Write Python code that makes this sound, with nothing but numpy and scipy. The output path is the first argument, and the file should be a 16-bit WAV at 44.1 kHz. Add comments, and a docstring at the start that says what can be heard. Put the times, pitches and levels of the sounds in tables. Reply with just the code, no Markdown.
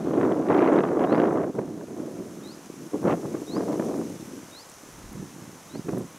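"""Gusts on a wooded hillside buffet a camera's two microphones in several surges.
The buffeting is noise in bands whose gains follow the wind force; a slow, deep push swells once.
Behind it, filtered noise and tiny touches make rustling leaves, filtered noise the soft far forest.
Resonated noise bursts make ticking twigs; a swept sine with an echo makes a bird's rising whistle."""
import sys
import numpy as np
from scipy import signal
from scipy.fft import rfft, irfft, next_fast_len
from scipy.io import wavfile
from scipy.ndimage import uniform_filter1d

SR = 44100
rng = np.random.default_rng(int(sys.argv[2]) if len(sys.argv) > 2 else 0)


def generate_wav(signal):
    """Clip the signal to [-1, 1] and save it as 16-bit WAV at the path in sys.argv[1]."""
    frames = np.transpose(np.atleast_2d(signal))
    scaled = np.clip(frames, -1, 1) * 32767
    pcm = np.round(scaled).astype(np.int16)
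    wavfile.write(sys.argv[1], SR, pcm)


N = 272538
TIME = np.arange(N) / SR


def amp(db):
    """Decibels to gain."""
    return 10 ** (np.asarray(db) / 20)


def unit(x):
    """Scales to rms 1."""
    return x / np.sqrt(np.mean(x ** 2) + 1e-20)


def curve(rows, axis=1):
    """One column of a time table at every sample."""
    rows = np.asarray(rows, float)
    return np.interp(TIME, rows[:, 0], rows[:, axis])


def read(points, hz):
    """A spectrum joined by straight lines on a log frequency axis."""
    point_hz, value = np.transpose(points)
    return np.interp(np.log(hz + 1), np.log(point_hz + 1), value)


def colour(x, points):
    """Causal minimum-phase filter with the given (Hz, dB) spectrum: it rings after each blow."""
    hz = abs(np.fft.fftfreq(8192, 1 / SR))
    log_gain = np.log(amp(read(points, hz)))
    response = np.exp(np.conj(signal.hilbert(log_gain)))
    taps = np.fft.ifft(response).real[:4096]
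    return signal.oaconvolve(x, taps)[:N]


def wander(rate_hz):
    """Smooth random signal of rms 1, low-passed near the given rate."""
    size = next_fast_len(N)
    hz = np.fft.rfftfreq(size, 1 / SR)
    spectrum = rfft(rng.standard_normal(size)) / (1 + (hz / rate_hz) ** 4)
    return unit(irfft(spectrum, size)[:N])


def bands(x, centres_hz):
    """Splits x into overlapping bands that sum to x."""
    size = next_fast_len(N)
    spectrum = rfft(x, size)
    place = np.interp(np.fft.rfftfreq(size, 1 / SR), centres_hz, np.arange(len(centres_hz)))
    return [irfft(spectrum * np.maximum(1 - abs(place - k), 0), size)[:N]
            for k in range(len(centres_hz))]


def bell(centre_s, half_length_s):
    """A smooth bump of height 1 around the given moment."""
    return np.exp(-np.minimum(((TIME - centre_s) / half_length_s) ** 2, 60))


# Breeze between the gusts. Each row: time in seconds, force in dB.
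BREEZE_FORCE = [(0, -25), (.4, -26), (.8, -24), (1.35, -22.5), (1.6, -33), (2.45, -38.5), (2.6, -49),
                (3.3, -36), (3.8, -29), (4.38, -40.5), (4.6, -60.5), (5.0, -53.5), (5.45, -46.5),
                (5.62, -56), (6.18, -55)]
# Gusts. Each row: start in seconds, length in seconds, force at mid-gust in dB.
GUST_EVENTS = [(0.163, 0.16, -22.5), (0.494, 0.3, -20), (1.008, 0.032, -21), (1.116, 0.15, -21.5),
               (1.376, 0.047, -25), (1.545, 0.084, -30.5), (1.975, 0.11, -34.5), (2.165, .05, -34),
               (2.812, 0.055, -37.5), (2.935, 0.017, -22.5), (3.05, 0.079, -18.5), (3.175, 0.2, -35),
               (3.549, .07, -26), (3.679, 0.063, -25.5), (3.805, 0.21, -28.5), (5.153, 0.084, -39),
               (5.754, 0.04, -36), (5.875, .15, -31)]
ATTACK_DB_PER_S, ARCH_DB, RELEASE_DB_PER_S = 390, 1.5, 351
# Brief lulls. Each row: centre in seconds, depth in dB.
SLACK_MOMENTS = [(0.031, 8), (1.525, 13), (1.865, 10), (2.905, 25), (3.46, 13), (4.187, 12), (4.255, 7),
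                 (5.825, 7)]
LULL_HALF_S = 0.016


def wind_power():
    """Gust powers add to the breeze; each arches gently, and lulls let the air go slack."""
    power = amp(curve(BREEZE_FORCE)) ** 2
    for start_s, length_s, force_db in GUST_EVENTS:
        arch = (2 * np.clip((TIME - start_s) / length_s, 0, 1) - 1) ** 2
        before_s = np.maximum(start_s - TIME, 0)
        after_s = np.maximum(TIME - start_s - length_s, 0)
        below_db = ARCH_DB * arch + ATTACK_DB_PER_S * before_s + RELEASE_DB_PER_S * after_s
        power = power + amp(force_db - np.minimum(below_db, 100)) ** 2
    lull_db = sum(depth_db * bell(s, LULL_HALF_S) for s, depth_db in SLACK_MOMENTS)
    return power * amp(-lull_db) ** 2


# Hardest single eddies. Each row: centre in seconds, force in dB, half length in seconds,
# extra fineness in dB.
EDDY_PUFFS = [(0.139, -29, 0.0033, 4), (0.234, -15, 0.0029, -1.5), (0.397, -16.5, 0.0054, -10),
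              (0.51, -15, 0.012, -6.5), (0.788, -21, .0018, 5), (1.59, -15.5, 0.0031, -3),
              (1.812, -34, .003, 2), (3.076, -22, 0.0067, 0), (3.125, -17, 0.0019, -5),
              (3.25, -23.5, 0.0073, -5.5), (3.345, -24.5, 0.0055, -0.5), (3.568, -19.5, 0.0023, 1),
              (3.798, -19, 0.0021, 3), (4.377, -35, .0037, 4), (5.16, -35, 0.0045, 0),
              (5.754, -32, 0.0065, 15), (5.794, -25, .0028, -10), (5.89, -28.5, .006, 7.5),
              (5.935, -19, 0.003, -3), (5.976, -22, 0.0044, 1)]
# How the air meets the camera. Each row: time in seconds, eddy fineness in dB,
# weight of the large eddies in dB.
AIR_FLOW = [(0, -0.5, 1), (.65, 3.5, -5.5), (1.2, 2, -6.5), (1.6, 2, 2), (2.1, 1.5, -0.5), (2.9, -3, -6.5),
            (3.1, 3.5, 3.5), (3.7, 1, -2.5), (4.3, -2, -1.5), (5.2, -2.5, 10.5), (5.9, 2, 11.5)]
# Microphone opening's answer to eddies. Each row: frequency in Hz, gain in dB.
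PORT_RESPONSE = [(25, -49), (55, -31.5), (90, -18.5), (165, -3), (250, 0), (315, 5.5), (390, 3), (490, 0.5),
                 (690, -2), (880, -6), (1020, -4), (1500, -7.5), (3000, -13), (8000, -23.5)]
# Side the wind comes from. Each row: time in seconds, nominal left minus right of the rumble in dB.
WIND_LEAN = [(0, -.5), (.7, -.4), (1.7, -1.3), (2.3, -.9), (3.1, .2), (4.4, .2), (5.2, -2.5), (6.1, -2.1)]


def buffeting(gain_db=14.5, flutter_db=4.0, flutter_hz=100, steadying_per_db=0.069, corner_hz=490,
              growth=0.44, snaps_per_s=240, snap_db=3.5, large_hz=210):
    """Eddies beat on the microphones; harder wind makes them finer, so the noise reaches higher."""
    power, fine_db = wind_power(), curve(AIR_FLOW)
    for centre_s, puff_db, half_s, extra_db in EDDY_PUFFS:
        bump = bell(centre_s, half_s)
        power = power + amp(puff_db) ** 2 * bump
        fine_db = fine_db + extra_db * bump
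    force_db = 10 * np.log10(power)

    # strong wind crowds the eddies into a steadier roar
    flutter = wander(flutter_hz)
    flutter = flutter - uniform_filter1d(flutter, size=1800)
    flutter_depth = np.clip(-0.5 - steadying_per_db * (force_db + 23.5), .4, 1.1)
    force_db = force_db + flutter_db * flutter * flutter_depth

    # very small eddies snap past within a millisecond or two
    snaps = (rng.random(N) < snaps_per_s / SR) * rng.exponential(1, N)
    snaps = np.minimum(signal.oaconvolve(snaps, np.hanning(SR // 400), "same"), 2)

    # turbulence falls off exponentially above the corner; large eddies weight the bottom
    corner_db = growth * (np.maximum(force_db, -42) + 21.5) + fine_db + snap_db * snaps
    corner = corner_hz * amp(corner_db)
    large_db = curve(AIR_FLOW, axis=2)
    centres_hz = np.geomspace(100, 8000, 16)
    gains = []
    for hz in centres_hz:
        large_share = 1 / (1 + (hz / large_hz) ** 4) - 0.25
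        falloff = np.exp(np.minimum((300 - hz) / corner, 1.1))
        gains.append(amp(force_db + large_db * large_share) * falloff)

    def eddy_noise():
        parts = bands(rng.standard_normal(N), centres_hz)
        return colour(sum(gain * part for gain, part in zip(gains, parts)), PORT_RESPONSE)

    mid = eddy_noise()
    # mainly the low eddies differ a little between the microphones
    side = colour(eddy_noise(), [(250, -24), (650, -27), (1200, -38)])
    # the windward microphone gets more low rumble
    rumble = bands(mid, [350, 1200])[0]
    side = side + rumble * (amp(curve(WIND_LEAN) / 2) - 1)
    return amp(gain_db) * np.array([mid + side, mid - side])


PUSH_S, PUSH_DB, PUSH_RISE_DB_PER_S, PUSH_FALL_DB_PER_S = 5.07, -46.5, 100, 95


def push():
    """One large, slow eddy presses on both microphones: deep noise swells to a peak and fades."""
    rise_db = PUSH_RISE_DB_PER_S * (PUSH_S - TIME)
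    fall_db = PUSH_FALL_DB_PER_S * (TIME - PUSH_S)
    spectrum = [(10, -27), (28, 8), (60, 8), (120, 1), (400, -45), (2000, -80)]  # Hz, dB
    noise = unit(colour(rng.standard_normal(N), spectrum))
    return amp(PUSH_DB - np.maximum(rise_db, fall_db)) * noise


# Channel likeness for leaves and forest. Each row: frequency in Hz, correlation from 0 to 1.
CHANNEL_LIKENESS = [(50, .99), (600, .995), (1200, .999), (4200, .999), (5600, .972), (7000, .97),
                    (10000, .972), (12000, .995)]


def spread(mid, other):
    """Leaves and forest sound almost the same in both channels; a faint second noise adds slight width."""
    hz, same = np.transpose(CHANNEL_LIKENESS)
    side_db = 10 * np.log10((1 - same) / (1 + same))
    side = colour(other, np.c_[hz, side_db])
    return np.array([mid + side, mid - side])


# Rustle of close leaves. Each row: time in seconds, level before gain_db in dB.
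RUSTLE_LEVEL = [(0, -58.3), (1.6, -60.2), (2.3, -56.3), (3.9, -52.5), (4.6, -54), (6.2, -55.1)]
# Leaf spectrum. Each row: frequency in Hz, relative density in dB per Hz.
LEAF_SPECTRUM = [(800, -29), (2000, -4), (3200, -7.5), (4700, -7.5), (5400, -2.5), (6100, 1.5), (6900, -2),
                 (8000, -5.5), (11000, -7.5), (13000, -12), (15500, -19)]


def leaves(gain_db=2.0, touches_per_s=1200, size_spread_db=3.5, touch_db=-6):
    """Countless leaves brush into a hiss, the nearest as separate tiny touches."""
    def rustle():
        size_db = size_spread_db * np.minimum(rng.exponential(1, N), 5)
        sizes = amp(size_db) * rng.choice([-1, 1], N)
        touches = unit(sizes * (rng.random(N) < touches_per_s / SR))
        return unit(colour(rng.standard_normal(N) + amp(touch_db) * touches, LEAF_SPECTRUM))
    sway_db = .25 * wander(12)
    return amp(curve(RUSTLE_LEVEL) + gain_db + sway_db) * spread(rustle(), rustle())


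# Twigs and dry leaves. Each row: start in seconds, level before gain_db in dB, pitch in Hz,
# decay time constant in seconds.
TWIG_TICKS = [(.731, -44.5, 6900, 0.0052), (4.697, -43.5, 8000, 0.0077), (5.129, -43, 11500, .003),
              (5.521, -51, 9500, .003), (5.982, -37, 10800, .002), (5.988, -44, 11500, .002),
              (5.994, -43, 11500, .002)]


def twigs(width_hz=1200, gain_db=-3):
    """Each tick is a brief scrape (decaying noise) that rings a small, stiff stalk (resonator)."""
    out, t = np.zeros(N), np.arange(2048) / SR
    for start_s, level_db, hz, decay_s in TWIG_TICKS:
        b, a = signal.iirpeak(hz, hz / width_hz, SR)
        ringing = unit(signal.lfilter(b, a, rng.standard_normal(len(t))))
        tick = ringing * np.exp(-t / decay_s)
        part = out[round(start_s * SR):][:len(t)]
        part += amp(level_db + gain_db) * tick[:len(part)]
    return out


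# Bird calls. Each row: start in seconds, level in dB, length in seconds.
BIRD_CALLS = [(1.064, -56.5, .114), (2.427, -51, .124), (3.466, -48, .122), (4.515, -48.5, .123),
              (5.686, -55.5, .12)]
# Shape of one call. Each row: share of its length from 0 to 1, pitch before waver in Hz,
# relative level in dB.
CALL_SHAPE = [(0, 3690, -12), (.12, 3730, -5), (.3, 3870, -1), (.5, 4170, 0), (.68, 4450, -1),
              (.82, 4900, -5), (.9, 5050, -6), (1, 5000, -7)]


def bird(waver=0.0064, shimmer_db=0.5, echo_db=-11, echo_t60_s=0.51):
    """A pure whistle that sweeps upward, with a faint echo from the trees (decaying noise tail)."""
    share, pitch_hz, shape_db = np.transpose(CALL_SHAPE)
    drift, shimmer = 1 + waver * wander(110), shimmer_db * wander(70)
    song = np.zeros(N)
    for start_s, level_db, length_s in BIRD_CALLS:
        on = (TIME >= start_s) & (TIME < start_s + length_s)
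        u = (TIME[on] - start_s) / length_s
        hz = np.interp(u, share, pitch_hz) * drift[on]
        tone = np.sqrt(2) * np.sin(2 * np.pi * np.cumsum(hz) / SR)
        gain = amp(level_db + np.interp(u, share, shape_db) + shimmer[on])
        song[on] += tone * gain * signal.windows.tukey(len(u), .08)
    t = TIME[:SR // 2]
    tail = rng.standard_normal(len(t)) * np.exp(-np.log(1000) * t / echo_t60_s)
    echo = signal.oaconvolve(song, tail / np.linalg.norm(tail))[:N]
    return song + amp(echo_db) * echo


# Roar of the far forest. Each row: time in seconds, level in dB.
ROAR_LEVEL = [(0, -48.5), (1.5, -55.5), (2.5, -52.5), (3.5, -52.5), (4.8, -51), (6.2, -51.5)]
# Forest spectrum. Each row: frequency in Hz, relative density in dB per Hz.
FOREST_SPECTRUM = [(25, -14), (80, -1.5), (170, -6.5), (300, -4), (430, 3), (800, 0.5), (1030, 1),
                   (1500, -3), (2200, -10.5), (4000, -16.5), (9000, -34.5)]


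def forest():
    """Wind in far trees: noise dulled and smoothed by distance."""
    mid, other = (unit(colour(rng.standard_normal(N), FOREST_SPECTRUM)) for _ in range(2))
    sway_db = .35 * wander(4)
    return amp(curve(ROAR_LEVEL) + sway_db) * spread(mid, other)


def scene():
    """Wind on the microphones over the sounds of the hillside."""
    return buffeting() + push() + leaves() + twigs() + bird() + forest()


def record(dry, ceiling_db=-6.0, edge_hz=15750):
    """The recorder rounds off the hardest blows and cuts the band above the edge."""
    limited = dry / (1 + (dry / amp(ceiling_db)) ** 4) ** (1 / 4)
    lowpass = signal.firwin(511, edge_hz, window=("kaiser", 9), fs=SR)
    return signal.oaconvolve(limited, lowpass[None], "same")


dry = scene()
out = record(dry)
generate_wav(out)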